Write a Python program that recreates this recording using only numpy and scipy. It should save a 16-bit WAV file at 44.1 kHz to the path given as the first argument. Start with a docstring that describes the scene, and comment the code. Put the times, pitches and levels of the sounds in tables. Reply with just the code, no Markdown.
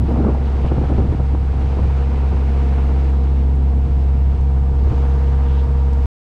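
"""A four-cylinder boat diesel hums at steady speed on a calm river: cosines on multiples of its cycle.
Gear and block tones whine over the firing tone; engine roar is noise throbbing with firing and cycle.
The wake is lumpy noise plus ringing bubbles; soft swells and drops are short bands of noise.
Wind rumbles, flutters and buffets as enveloped noise; the deck drums as steady low noise.
The microphone turns from the bank to the stern, which shifts gear, wake and roar levels."""
import sys
import numpy as np
from scipy import signal
from scipy.fft import rfft, irfft
from scipy.io import wavfile
from scipy.ndimage import uniform_filter1d

SR = 44100
rng = np.random.default_rng(int(sys.argv[2]) if len(sys.argv) > 2 else 0)


def bounce(signal):
    """Save signal as a 16-bit WAV file at the path given by the first command-line argument."""
    frames = np.transpose(np.atleast_2d(signal))
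    limited = np.clip(frames, -1, 1)
    pcm = np.round(limited * 32767).astype(np.int16)
    wavfile.write(sys.argv[1], SR, pcm)


def to_linear_factor(level_db):
    """Convert decibel levels (scalar or array-like) to linear amplitude factors."""
    exponent = np.asarray(level_db, float) / 20
    return 10 ** exponent


N = 276990
STOP_S = 6.0583

# deck drumming: f/Hz, density/dB (all spectra are relative; the noise is scaled to rms 1)
HULL_SPECTRUM = [(12, -14.5), (30, 0), (60, -6.5), (110, -6.5), (180, -15.5), (300, -28)]
# wind and buffet rumble: f/Hz, density/dB
RUMBLE_SPECTRUM = [(12, -10), (25, 1), (50, -0.5), (90, 4), (140, 0.5), (250, -31.5), (400, -50.5)]
# steady wind, duller than its gusts: f/Hz, density/dB
BREEZE_SPECTRUM = [(60, -30.5), (110, -2.5), (170, -1.5), (240, -2.5), (330, -6), (500, -16), (900, -28),
                   (1500, -41), (2500, -61)]
# buffet flutter: f/Hz, density/dB
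FLUTTER_SPECTRUM = [(60, -30), (110, -4), (200, -0.5), (320, -2.5), (500, -13.5), (900, -26), (1500, -39.5),
                    (2500, -63)]
# buffet rasp: f/Hz, density/dB
RASP_SPECTRUM = [(250, -19), (400, 10), (700, 7), (1100, -2.5), (1500, -15), (2000, -28.5), (2800, -56)]
# splashes in the wake: f/Hz, density/dB
SPLASH_SPECTRUM = [(900, -29), (1500, -5.5), (2200, -3.5), (2800, -6), (3600, -14.5), (5000, -24.5),
                   (7000, -38.5)]
# fine foam: f/Hz, density/dB
FOAM_SPECTRUM = [(2500, -16), (3600, -3.5), (4500, -3), (6000, -7), (7500, -10.5), (9000, -15.5),
                 (11000, -25), (14000, -51)]
# rough engine and exhaust noise: f/Hz, density/dB
ROAR_SPECTRUM = [(150, -20.5), (300, -14.5), (420, 1), (520, -4.5), (600, -7.5), (700, -4), (800, -6),
                 (1000, -8.5), (1300, -11.5), (1800, -20), (3000, -42.5)]
# microphone hiss: f/Hz, density/dB
MIC_SPECTRUM = [(5000, -22.5), (7500, -6.5), (8500, -2.5), (10000, -14.5), (12000, -21.5), (15500, -38)]
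HULL_DB, MIC_HISS_DB = -33, -70

# microphone direction: t/s, heading (0 bank to 1 stern)
HEADING = [(0, 0.0091), (2.9, 0.065), (3.5, 0.29), (4.1, 0.35), (4.45, 0.52), (4.95, 0.94), (6.1, 0.99)]
SIDE_HEADING = 0.4  # facing along the side
# swell shared by wake, roar and gear, before each one's share: t/s, level/dB
SWELL_DB = [(0, -3), (.12, 0.5), (.45, 0.5), (.68, 2), (1.0, 0.5), (1.35, -1), (1.7, 1.5), (2.65, 2),
            (3.0, 0.9), (3.45, -2), (4.75, -2), (4.95, 3), (5.15, 2.1), (5.6, 1.5), (5.85, 0), (6.05, 1.5)]
GEAR_SHARE, SPLASH_SHARE, FOAM_SHARE, ROAR_SHARE = 0.47, 0.98, 0.9, 1.2
SPLASH_DB, FOAM_DB, ROAR_DB = -50, -60.5, -38.5  # base levels
SPLASH_STERN_DB, FOAM_STERN_DB, ROAR_STERN_DB = -3, -0.3, -1.36  # change when facing the stern

# wind on the microphone: t/s, rumble level/dB, flutter level/dB
WIND_DB = [(0, -17.5, -28), (.1, -28, -25.5), (.28, -18.5, -21.5), (.36, -28.5, -31.5), (.5, -31.5, -30.5),
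           (.6, -30, -31), (.8, -24, -28.5), (1.05, -21, -24), (1.25, -25, -43), (1.55, -24.5, -33),
           (1.9, -30.5, -37.5), (2.6, -41, -31), (3.2, -48, -31), (3.9, -27, -32.5), (4.4, -29, -38),
           (4.9, -34.5, -33), (5.3, -30.5, -36), (6.05, -29, -40)]
# stronger wind is lumpier
RUMBLE_CALM_DB, LUMPS_CALM_DB, LUMPS_DB_PER_DB = -44, 0.4, 0.09
# wind buffets: t/s, thump level/dB, flutter level/dB, rasp level/dB, length/s
BUFFETS = [(0.089, -40.5, -20.5, -31.5, 0.017), (0.113, -48.5, -23.5, -26, 0.035),
           (0.154, -50, -26, -29, 0.048), (0.196, -22, -19.5, -32.5, 0.042),
           (0.248, -26.5, -25.5, -24, 0.017), (0.267, -31, -16, -21, 0.013), (0.288, -32, -19, -27, 0.042),
           (0.349, -46, -38, -24.5, 0.013), (0.373, -52.5, -33.5, -32, 0.031),
           (0.648, -12, -12, -37, 0.0053), (0.661, -30, -15.5, -42, 0.011),
           (0.719, -40, -17.5, -19.5, 0.012), (0.741, -44, -21, -37, 0.008),
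           (0.782, -27, -21.5, -25, 0.016), (0.816, -40, -16.5, -31, 0.013),
           (0.839, -40.5, -16.5, -30, 0.012), (0.854, -37, -23, -29, 0.0089), (0.901, -37, -19, -33, 0.021),
           (0.919, -24, -19, -34, 0.0068), (0.926, -30, -28.5, -18.5, 0.007),
           (0.984, -14.5, -17, -27, 0.019), (1.001, -20, -22, -39, 0.02), (1.034, -37, -24, -38, 0.013),
           (1.088, -35, -30, -41, 0.017), (1.125, -18.5, -22.5, -38, 0.017),
           (1.146, -22, -21.5, -39, 0.012), (1.201, -23, -17, -25, 0.012), (1.337, -50, -20, -33, 0.0071),
           (1.349, -53, -23, -25, 0.012), (1.53, -22.5, -53, -49, 0.011), (1.674, -30, -41, -47, 0.022),
           (1.77, -43, -23.5, -44, 0.018), (1.791, -37, -19, -26, 0.014), (1.835, -17, -32, -40, 0.074),
           (2.121, -35, -27, -32, 0.0156), (2.232, -46, -27.5, -32, 0.013), (2.327, -21.5, -27, -38, 0.046),
           (3.87, -35, -48, -54.5, 0.03), (4.342, -25, -56, -51, 0.066), (4.743, -25, -64, -57, 0.058),
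           (4.869, -14.5, -26, -39, 0.02), (4.832, -15.5, -41, -48, 0.0098),
           (4.917, -13.5, -24, -39, 0.032), (5.676, -30, -39, -47, 0.03), (5.973, -45.5, -38, -33, 0.0086)]
DIP_FROM_DB, DIP_DB_PER_DB = -27, 0.29  # thumps above this level push the hum down
# further brief dips of the hum: t/s, depth/dB, length/s
DIPS = [(0.78, 4, .02), (0.98, 4, .02), (1.08, 5, .03), (1.12, 6, .025), (3.876, 6, .02), (4.36, 3, .025),
        (4.748, 4, .014), (4.92, 5, .018), (5.674, 12, .014)]

# soft swells of band noise, dull to bright, in wind and water: t/s, centre f/Hz, level/dB, length/s
SOFT_SWELLS = [(0.47, 2700, -59, 0.072), (0.668, 2800, -47, 0.06), (2.4, 2245, -53.5, 1),
               (5.8, 2100, -63, 0.26), (5.521, 3000, -54, 0.1), (5.597, 3200, -49.5, 0.03),
               (3.2, 3500, -60, 0.45), (5.05, 5500, -63.5, 0.4), (2.75, 8500, -70, 0.6),
               (4.89, 12000, -74.5, 0.07), (5.08, 9000, -69.5, 0.2), (5.0, 2600, -52, 0.1),
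               (5.4, 2700, -58.5, 0.37), (0.24, 1200, -43, 0.19), (0.9, 1400, -48, 0.23),
               (2.9, 2000, -57, 0.33), (5.35, 1650, -51, 0.5), (2, 1400, -47, 0.12)]
# spray drops close by: t/s, peak level/dB, lowest f/Hz, highest f/Hz
DROPS = [(0.099, -61.5, 8000, 15500), (0.11, -62, 8000, 15500), (0.154, -68.5, 8000, 14000),
         (0.176, -68, 8000, 14000), (3.3294, -53, 2980, 7000), (3.555, -55, 5500, 10500),
         (4.4096, -53, 5500, 10500), (5.9325, -45, 1800, 8600), (3.095, -58, 6000, 9500),
         (3.606, -69, 10000, 14040)]

CYCLE_HZ = 16.864
# firing tone, rising slightly and then steady: t/s, level/dB
FIRING_DB = [(0, -15.5), (1, -16.5), (2.3, -14.5), (3.2, -13.5), (3.8, -13.5), (6.1, -13.5)]
# exhaust overtones: multiple of the firing tone, level re firing tone/dB
OVERTONES = [(2, -14), (3, -25.5)]
# lowest gear tone: t/s, level/dB
GEAR_LOW_DB = [(0, -33), (1.0, -36), (1.4, -39.5), (1.8, -43), (2.1, -35), (3.9, -35), (4.15, -44),
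               (4.5, -40), (6.1, -38)]
GEAR_LOW_ORDER = 14  # teeth a cycle
# higher gear tones: multiple of the cycle
GEAR_ORDERS = [28, 42, 46, 56, 70]
# a row per gear order, before swell: level to bank/dB, level along side/dB, level to stern/dB
GEAR_DB = [(-40.5, -42, -37), (-48.5, -45.5, -51), (-45.5, -48.5, -48), (-53, -57, -46), (-57, -60, -53.5)]
# weaker tones of block, valves and hull: multiple of the cycle
BLOCK_ORDERS = [7, 15, 17, 18, 19, 20, 21, 23, 24, 26, 27, 31, 37, 39, 45, 51, 53, 55, 57, 60, 65, 84, 98,
                126, 140]
# one per block order: level/dB
BLOCK_DB = [-43, -45, -48, -51, -50, -54, -53, -52, -52, -50, -52, -55, -61, -60, -58, -54, -54, -56, -52,
            -63, -64, -64, -67, -68, -70]


def rms_one(x):
    """Scale to unit power."""
    return x / np.sqrt(np.mean(x ** 2) + 1e-20)


def in_time(rows):
    """Interpolate each column of a curve at every sample."""
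    s, *columns = np.transpose(rows)
    return [np.interp(np.arange(N) / SR, s, c) for c in columns]


def drift(rate_hz):
    """Slow chance: noise at SR / 40 through a double one-pole low-pass; spread 1."""
    r = np.exp(-80 * np.pi * rate_hz / SR)
    sparse = rng.standard_normal(N // 40 + 2002)
    slow = signal.lfilter([1], [1, -2 * r, r * r], sparse)[2000:]  # settled part
    return np.interp(np.arange(N) / 40, np.arange(len(slow)), rms_one(slow - slow.mean()))


def bell_at(centre_s, length_s):
    """Gaussian envelope, peak 1, standard deviation half the length."""
    t = np.arange(N) / SR
    return np.exp(-0.5 * ((t - centre_s) / (length_s / 2)) ** 2)


def coloured(x, spectrum):
    """Give x the spectrum, interpolated over log frequency; rms 1."""
    hz, db = np.transpose(spectrum)
    log_hz = np.log(np.arange(N // 2 + 1) * SR / N + 1)
    gain = to_linear_factor(np.interp(log_hz, np.log(hz), db, left=-90, right=-90))
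    return rms_one(irfft(rfft(x) * gain, N))


def noise(spectrum, lumpy_db, lump_rate_hz):
    """Coloured noise that comes in lumps."""
    return coloured(rng.standard_normal(N) * to_linear_factor(lumpy_db * drift(lump_rate_hz)), spectrum)


def even(spectrum, hold_s):
    """Coloured noise with its own swells evened out, so that a short gust always sounds."""
    x = coloured(rng.standard_normal(N), spectrum)
    power = uniform_filter1d(x ** 2, size=round(hold_s * SR))
    return rms_one(x / np.sqrt(power + 0.05))


def hull():
    """The deck drums steadily: low coloured noise."""
    return to_linear_factor(HULL_DB) * coloured(rng.standard_normal(N), HULL_SPECTRUM)


def wind():
    """Wind on the microphone: rumble, and a flutter that is lumpier as the rumble strengthens."""
    rumble_db, flutter_db = in_time(WIND_DB)
    lumps_db = np.maximum(LUMPS_CALM_DB + LUMPS_DB_PER_DB * (rumble_db - RUMBLE_CALM_DB), 0)
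    rumble = to_linear_factor(rumble_db) * noise(RUMBLE_SPECTRUM, lumpy_db=0.5, lump_rate_hz=4.6)
    breeze = coloured(rng.standard_normal(N), BREEZE_SPECTRUM)
    return rumble + to_linear_factor(flutter_db + lumps_db * drift(30.0)) * breeze


def buffets():
    """Gusts thump evenly, flutter and rasp with a fast rise and slower fall; also returns hum dip/dB."""
    t = np.arange(N) / SR
    dip_db, thump, flutter, rasp = np.zeros((4, N))
    for s, thump_db, flutter_db, rasp_db, length_s in BUFFETS:
        bell = bell_at(s, length_s)
        burst = np.where(t < s, bell ** 4.0, bell ** 1.13)
        dip_db += DIP_DB_PER_DB * np.maximum(thump_db - DIP_FROM_DB, 0) * bell
        thump += to_linear_factor(thump_db) * bell
        flutter += to_linear_factor(flutter_db) * burst
        rasp += to_linear_factor(rasp_db) * burst ** 2
    for s, depth_db, length_s in DIPS:
        dip_db += depth_db * bell_at(s, length_s)
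    sound = thump * even(RUMBLE_SPECTRUM, 0.04)
    sound += flutter * even(FLUTTER_SPECTRUM, 0.012)
    sound += rasp * even(RASP_SPECTRUM, 0.006)
    return dip_db, sound


def soft_swells():
    """Soft swells of band noise, dull to bright, in wind and water; each in one broad resonance."""
    white, out = rng.standard_normal(N), np.zeros(N)
    for s, hz, db, length_s in SOFT_SWELLS:
        band = signal.butter(2, [hz / 1.2, hz * 1.2], "band", fs=SR, output="sos")
        out += to_linear_factor(db) * bell_at(s, length_s) * rms_one(signal.sosfilt(band, white))
    return out


def drops():
    """Short splats: bursts of random signs, each in its own band."""
    rise_s, fade_s = 0.0005, 0.0015
    t, signs, out = np.arange(N) / SR, rng.choice([-1., 1.], N), np.zeros(N)
    for s, db, low_hz, high_hz in DROPS:
        age_s = np.maximum(t - s, 0)
        burst = to_linear_factor(db) * (1 - np.exp(-age_s / rise_s)) * np.exp(-age_s / fade_s)
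        band = signal.butter(4, [low_hz, min(high_hz, 0.4 * SR)], "band", fs=SR, output="sos")
        out += burst * rms_one(signal.sosfilt(band, signs))
    return 2 * out  # the envelope alone peaks near 0.5


def bubbles():
    """Bursting bubbles: random impulses into 14 resonators that decay 60 dB in 9 cycles; rms 1."""
    sizes = to_linear_factor(3.7 * np.minimum(rng.exponential(1, N), 5)) * rng.choice([-1, 1], N)
    born = rng.random(N) < 900.0 * to_linear_factor(3.0 * drift(6.0)) / SR  # around 900 per second
    dealt, fizz = rng.integers(0, 14, N), np.zeros(N)
    for k, hz in enumerate(np.geomspace(1300, 9000, 14)):
        r, w = to_linear_factor(-60 * hz / (9.0 * SR)), 2 * np.pi * hz / SR
        hits = sizes * born * (dealt == k) + 1e-18
        fizz += np.sqrt(hz) * signal.lfilter([np.sin(w)], [1, -2 * r * np.cos(w), r * r], hits)
    return rms_one(fizz)


def wake(heading, swell_db):
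    """Lumpy hiss with bubbles, coloured as splashes below and fine foam above."""
    splash_db = SPLASH_DB + SPLASH_SHARE * swell_db + SPLASH_STERN_DB * heading
    foam_db = FOAM_DB + FOAM_SHARE * swell_db + FOAM_STERN_DB * heading
    hiss = rng.standard_normal(N) * to_linear_factor(0.34 * drift(25.0) + 0.6 * drift(5.5))
    hiss += to_linear_factor(-15.0) * bubbles()
    return to_linear_factor(splash_db) * coloured(hiss, SPLASH_SPECTRUM) + to_linear_factor(foam_db) * coloured(hiss, FOAM_SPECTRUM)


def roar(heading, swell_db):
    """Rough engine and exhaust noise, throbbing a little with each firing and each cycle."""
    turn = 2 * np.pi * CYCLE_HZ * np.arange(N) / SR
    level_db = ROAR_DB + ROAR_SHARE * swell_db + ROAR_STERN_DB * heading
    throb_db = 0.7 * np.cos(4 * turn) + 1.4 * np.cos(turn)
    return to_linear_factor(level_db + throb_db) * noise(ROAR_SPECTRUM, lumpy_db=0.9, lump_rate_hz=20.0)


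def gear_and_block(heading, swell_db):
    """Tones on multiples of the cycle, wavering in level and phase, high ones more than low ones."""
    turn = 2 * np.pi * CYCLE_HZ * np.arange(N) / SR
    sway = 0.01 * drift(1.5)  # rad: the governor hunts slightly
    gear_db = [np.interp(heading, [0, SIDE_HEADING, 1], row) + GEAR_SHARE * swell_db for row in GEAR_DB]
    orders = [GEAR_LOW_ORDER] + GEAR_ORDERS + BLOCK_ORDERS
    levels_db = in_time(GEAR_LOW_DB) + gear_db + BLOCK_DB
    out = np.zeros(N)
    for order, db in zip(orders, levels_db):
        start = rng.uniform(0, 2 * np.pi)
        waver = np.sqrt(order / 40)
        phase = order * (turn + sway) + start + 0.12 * waver * drift(6.0)
        out += to_linear_factor(db + 0.8 * waver * drift(2.5)) * np.cos(phase)
    return np.sqrt(2) * out  # levels are rms


def firing_hum(dip_db):
    """Firing tone, four per cycle, with exhaust overtones; the level wavers and dips."""
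    turn = 2 * np.pi * CYCLE_HZ * np.arange(N) / SR
    firing = np.cos(4 * turn)
    for multiple, db in OVERTONES:
        lag = np.pi / 2 * (multiple - 1) ** 1.45  # the pipe delays overtones: the wave tilts like a saw
        firing += to_linear_factor(db + 0.8 * drift(3.0)) * np.cos(multiple * 4 * turn - lag)
    level_db = in_time(FIRING_DB)[0] + 0.21 * drift(36.0) - dip_db
    return np.sqrt(2) * to_linear_factor(level_db) * firing


def scene():
    """Sum hull, wind, water and engine."""
    (swell_db,), (heading,) = in_time(SWELL_DB), in_time(HEADING)
    dip_db, gusts = buffets()
    air = wind() + gusts + soft_swells()
    water = drops() + wake(heading, swell_db)
    engine = roar(heading, swell_db) + gear_and_block(heading, swell_db) + firing_hum(dip_db)
    return (hull() + air + water + engine)[None]


def top_cut(x):
    """Nothing passes above the cut-off."""
    return signal.sosfilt(signal.butter(12, 15710, fs=SR, output="sos"), x)


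def record(dry):
    """The microphone hisses faintly, peaks are rounded and the sound stops dead shortly before the end."""
    hiss = to_linear_factor(MIC_HISS_DB) * coloured(rng.standard_normal(N), MIC_SPECTRUM)
    rounded = 0.7 * np.tanh((dry + hiss) / 0.7)
    gate = np.clip((STOP_S - np.arange(N) / SR) / 0.0001, 0, 1)
    return top_cut(rounded * gate)


dry = scene()
out = record(dry)
bounce(out)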